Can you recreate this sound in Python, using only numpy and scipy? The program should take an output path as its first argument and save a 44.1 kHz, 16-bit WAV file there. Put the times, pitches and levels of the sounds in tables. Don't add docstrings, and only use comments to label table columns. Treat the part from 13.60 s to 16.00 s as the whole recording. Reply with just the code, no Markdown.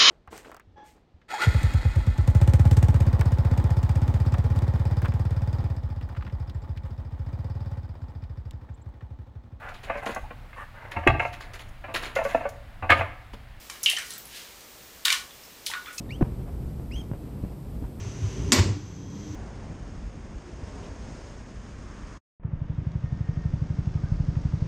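import sys
import numpy as np
from scipy import signal
from scipy.fft import rfft, irfft, next_fast_len
from scipy.io import wavfile

SR = 44100
rng = np.random.default_rng(int(sys.argv[2]) if len(sys.argv) > 2 else 0)


def wrap_up_sound(samples):
    columns = np.atleast_2d(samples).T
    tamed = np.clip(columns, -1, 1)
    steps = np.round(tamed * 32767).astype(np.int16)
    wavfile.write(sys.argv[1], SR, steps)


N = 105840
TOP_HZ = 15800

# start_s, ring_db, pitch_hz, sharpness_q, crack_db, crack_top_hz
SURFACE_SLAPS = [(1.4513, -7.5, 8950, 1.9, -12, 14000), (1.4535, 2.5, 3620, 7.3, -1.5, 14000),
                 (1.458, -5, 1500, 5.2, -2.5, 12100), (1.482, -1.5, 3600, 4.1, -10, 7000),
                 (1.4818, -4.5, 1900, 2.1, -20, 5000), (1.5028, 2, 2420, 5.4, -1, 5740),
                 (1.5032, -3.5, 3700, 4.8, -7, 11100), (1.5215, -9, 1127, 9.3, -6, 13000),
                 (1.5268, -4, 3300, 12, 0.5, 7700)]
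def splash():
    return contacts(SURFACE_SLAPS, crack_s=0.0031, room_db=-1)


# start_s, ring_db, pitch_hz, sharpness_q, crack_db, crack_top_hz
WATER_DROPS = [(.333, -22, 694, 4.1, -36, 1500), (1.708, -27, 3420, 10, -45, 5000),
               (1.837, -24.5, 5330, 24, -48, 6030), (2.0633, -6.5, 4560, 5.2, -9.5, 12400),
               (2.0672, -7.5, 3470, 7.2, -9, 12200), (2.104, -16, 3400, 3, -17, 12000),
               (2.115, -13, 1840, 3.3, -29, 6000), (2.1365, -8.5, 1790, 2.1, -21, 5500),
               (2.137, -13, 3700, 15, -37, 6000), (2.2595, -18.5, 1980, 12, -34, 4000),
               (2.26, -21, 3450, 27, -50, 4000)]
def drops():
    return contacts(WATER_DROPS, crack_s=0.0048, room_db=1)


# start_s, level_db, start_pitch_hz, t60_s
BIG_BUBBLES = [(1.455, -15, 1122, .04), (1.467, -8, 1750, 0.035), (1.482, -10, 1426, 0.035),
               (1.504, -9.5, 2280, .04), (2.099, -18.5, 956, 0.019), (2.124, -21, 1085, 0.033),
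               (2.138, -14, 1408, 0.026), (2.148, -17.5, 1150, 0.026), (2.159, -17.5, 1405, 0.047),
               (2.269, -16, 1260, 0.042), (2.281, -20, 1376, 0.022), (2.305, -23, 1410, 0.021)]
def bubbles(froth_count=6, froth_db=-14.5, froth_cycles=16):
    out = np.zeros(N)
    for start_s, level_db, pitch_hz, t60_s in BIG_BUBBLES:
        plop = bubble(pitch_hz, t60_s)
        delays_s = rng.exponential(0.009, froth_count)
        froth_hz = pitch_hz * 1.424 * np.exp(0.22 * rng.standard_normal(froth_count))
        for delay_s, hz in zip(delays_s, froth_hz):
            add(plop, delay_s, amp(froth_db) * bubble(hz, froth_cycles / hz))
        add(out, start_s, bathroom(amp(level_db) * plop))
    return out


def bubble(pitch_hz, t60_s, rise_per_s=4, attack_s=0.0013):
    t = np.arange(SR // 8) / SR
    tone = np.sin(2 * np.pi * pitch_hz * (t + rise_per_s * t ** 2 / 2))
    return packet(tone * amp(-60 * t / t60_s) * (1 - np.exp(-t / attack_s)))


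# start_s, ring_db, pitch_hz, sharpness_q, crack_db, crack_top_hz
TACKLE_CLICKS = [(.0985, -19.5, 1330, 0.71, -13.5, 9400), (.2316, -7, 10900, 5.8, -24, 14000),
                 (.2337, -10, 6040, 6.6, -29, 15000), (.2372, -4.5, 6300, 4.6, -29, 10000),
                 (.2606, 6, 3090, 7.6, -8.5, 7500), (.2642, 2.5, 2846, 23, -22, 7000),
                 (.274, 0, 3030, 33, -28, 6000), (.288, -0.5, 2810, 11, -22, 6000),
                 (.2993, -4.5, 9400, 4.1, -26, 14000), (.3005, -11, 3070, 9.2, -7.5, 6000),
                 (.312, -11.5, 2020, 18, -20, 6000), (.314, -7, 3100, 23, -15, 6000),
                 (.3695, -12, 6050, 39, -14, 6000), (.366, -9.5, 3055, 50, -13, 5000),
                 (.373, -10, 1850, 7.1, -32, 4950), (.383, -12.5, 1650, 6.7, -32, 4000),
                 (.386, -13.5, 8760, 12, -12.5, 8900), (.5055, -15, 9700, 8.5, -16.5, 9000),
                 (.537, -15.5, 7830, 25, -28, 13700), (.580, -16.5, 13200, 12, -24.5, 8900),
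                 (.655, -22, 11100, 21, -32, 9000), (1.007, -32, 11000, 3, -29, 9000),
                 (2.381, -14.5, 5300, 24, -22, 8100), (2.381, -19, 2590, 80, -24, 5000),
                 (2.384, -20.5, 4020, 87, -36, 5000), (2.383, -12, 6470, 22, -21, 7000)]
def tackle():
    return contacts(TACKLE_CLICKS, crack_s=0.0037, room_db=1.6)


# frequency_hz, gain_db
CRACK_SPECTRUM = [(200, -59), (700, -15), (1100, -12.5), (2000, -3), (4000, 2), (6500, 1.5), (10000, 0.5),
                  (13000, -0.5), (16000, -3)]
def contacts(rows, crack_s, room_db, size=2048):
    out = np.zeros(N)
    f = np.fft.rfftfreq(size, 1 / SR) + 1
    for start_s, ring_db, pitch_hz, q, crack_db, crack_top_hz in rows:
        ratio = f / pitch_hz
        resonance = band(ratio, 0.62, 1.63) / np.hypot(1, q * (ratio - 1 / ratio))
        ring = packet(pulse(resonance))
        colour = pulse(amp(along(CRACK_SPECTRUM, f)) * band(f, 0.29 * pitch_hz, crack_top_hz))
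        crack = packet(signal.fftconvolve(colour, burst(crack_s))[:size])
        add(out, start_s, bathroom(amp(ring_db) * ring + amp(crack_db) * crack, room_db))
    return out


# start_s, hold_s, level_db, pitch_hz, low_edge_hz
TICK_SHOWERS = [(0.113, 0.046, -54.5, 3130, 1430), (0.219, 0.071, -48.5, 3900, 1480),
                (0.309, 0.0077, -37.5, 3300, 1880), (.385, 0.022, -41, 1820, 1550),
                (0.476, 0.1, -56, 1770, 1320), (0.443, 0.088, -48.5, 8400, 3930),
                (1.45, 0.022, -30, 5100, 1440), (1.522, 0.013, -33.5, 4500, 1390),
                (2.052, 0.018, -49, 9900, 4870), (2.268, 0.034, -56.5, 1920, 1600),
                (2.326, 0.02, -50, 9000, 6600), (2.377, 0.02, -41, 6100, 4000)]
def spray_and_rattle(ticks_per_s=2500, tick_cycles=4, release_s=0.024, size=256, count=800):
    out = np.zeros(N)
    t, tick_t = np.arange(SR // 4) / SR, np.arange(size) / SR
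    for start_s, hold_s, level_db, pitch_hz, low_edge_hz in TICK_SHOWERS:
        onsets_s = np.cumsum(rng.exponential(1 / ticks_per_s, (count, 1)), axis=0)
        tick_hz = np.minimum(pitch_hz * np.exp(0.56 * rng.standard_normal((count, 1))), SR / 2)
        scatter_db = 4.5 * np.minimum(rng.exponential(1, (count, 1)), 4)
        cycles = tick_t * tick_hz
        ticks = np.sin(2 * np.pi * cycles) * amp(scatter_db - 60 * cycles / tick_cycles)
        positions = (onsets_s * SR).astype(int) + np.arange(size)
        shower = np.bincount(positions.ravel(), ticks.ravel(), len(t))[:len(t)]
        shower = filtered(shower, lambda f: band(f + 1, low_edge_hz, TOP_HZ))
        envelope = np.exp(-np.maximum(t - hold_s, 0) / release_s)
        add(out, start_s, bathroom(amp(level_db) * unit(shower) * envelope))
    return out


# frequency_hz, gain_db
SWISH_SPECTRUM = [(500, -31), (1500, -2), (2900, 3.5), (5500, 0), (8000, -5.5), (12000, -9), (16000, -24)]
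def swish(peak_s=0.766, rise_s=0.05, fall_s=0.097, level_db=-40.5):
    t = np.arange(N) / SR - peak_s
    envelope = np.exp(np.minimum(t / rise_s, -t / fall_s))
    return amp(level_db) * envelope * noise(lambda f: amp(along(SWISH_SPECTRUM, f)))


# pitch_hz, width_hz, gain_db
TUB_MODES = [(1104, 36, -2), (1462, 9.2, 3), (1864, 13, 0.5), (2307, 24, 1.5), (2810, 19, 1),
             (2963, 50, -1), (3080, 25, -4), (3460, 22, -10), (4060, 19, -3)]
def tub(f):
    return 1 + sum(amp(db) * 1j * f * width / (hz ** 2 - f ** 2 + 1j * f * width)
                   for hz, width, db in TUB_MODES)


# delay_s, level_db
WALL_ECHOES = [(.0012, -3.5), (.0037, -8.5), (.0048, -11.5), (0.013, -14)]
# frequency_hz, t60_s
TILE_DECAY = [(300, 0.92), (1500, 0.28), (3000, 0.27), (7000, 0.32), (14000, 0.3)]
def bathroom(x, room_db=2.05, onset_s=0.0024):
    t = np.arange(SR // 2) / SR
    hz, frames_s, spectra = signal.stft(rng.standard_normal(len(t)), SR, nperseg=256)
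    decay = amp(-60 * frames_s / along(TILE_DECAY, hz)[:, None])
    tail = signal.istft(spectra * decay, SR, nperseg=256)[1][:len(t)]
    response = amp(room_db) * packet(tail * (1 - np.exp(-t / onset_s)))
    response[0] += 1
    for delay_s, level_db in WALL_ECHOES:
        echo = burst(0.072 * delay_s)
        arrival_s = delay_s * np.exp(0.06 * rng.standard_normal())
        add(response, arrival_s, amp(level_db) * echo)
    return signal.fftconvolve(x, response)


# frequency_hz, gain_db
HISS_SPECTRUM = [(25, -11.5), (45, -9.5), (90, -5), (200, -7), (480, -5.5), (700, -8.5), (1200, -10),
                 (3000, -11), (5500, -12), (8000, -14), (10000, -18), (12700, -17), (14200, -9.5),
                 (15000, -21), (15700, -26.5)]
def room_tone():
    hum = amp(-63.5) * narrow_noise(pitch_hz=55, width_hz=13)
    whine = amp(-61) * narrow_noise(pitch_hz=15145, width_hz=25)
    hiss = amp(-48) * noise(lambda f: amp(along(HISS_SPECTRUM, f)))
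    return hiss + hum + whine


def amp(db):
    return 10 ** (np.asarray(db) / 20)


def unit(x):
    return x / np.sqrt(np.mean(x ** 2) + 1e-20)


def packet(x):
    return x / (np.linalg.norm(x) + 1e-12)


def along(points, hz):
    f, values = np.transpose(points)
    return np.interp(np.log(hz + 1), np.log(f + 1), values)


def add(out, start_s, x):
    part = out[max(0, round(start_s * SR)):][:len(x)]
    part += x[:len(part)]


def band(f, low, high):
    return 1 / np.sqrt((1 + (low / f) ** 10) * (1 + (f / high) ** 6))


def filtered(x, response):
    size = next_fast_len(len(x) + SR // 2)
    return irfft(rfft(x, size) * response(np.fft.rfftfreq(size, 1 / SR)), size)[:len(x)]


def noise(response):
    return unit(filtered(rng.standard_normal(N), response))


def narrow_noise(pitch_hz, width_hz):
    return noise(lambda f: 1 / (1 + (2 * (f - pitch_hz) / width_hz) ** 2))


def pulse(gain):
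    cepstrum = irfft(np.log(np.maximum(gain, 1e-6)))
    cepstrum[1:] *= 2
    cepstrum[len(cepstrum) // 2:] = 0
    return irfft(np.exp(rfft(cepstrum)))


def burst(fade_s, size=1024):
    fade = np.exp(-np.arange(size) / SR / fade_s)
    spectrum = rfft(rng.standard_normal(size) * fade)
    whitened = irfft(spectrum / (np.abs(spectrum) + 1e-12))
    return packet(whitened * np.sqrt(fade))


def scene():
    at_tub = splash() + drops() + bubbles() + tackle() + spray_and_rattle()
    return (filtered(at_tub, tub) + swish() + room_tone())[None]


# frequency_hz, gain_db
MIC_RESPONSE = [(11000, -1), (14000, -2), (15800, -2)]
def record(dry):
    return np.array([filtered(x, lambda hz: amp(along(MIC_RESPONSE, hz)) * (hz < TOP_HZ)) for x in dry])


dry = scene()
out = record(dry)
wrap_up_sound(out)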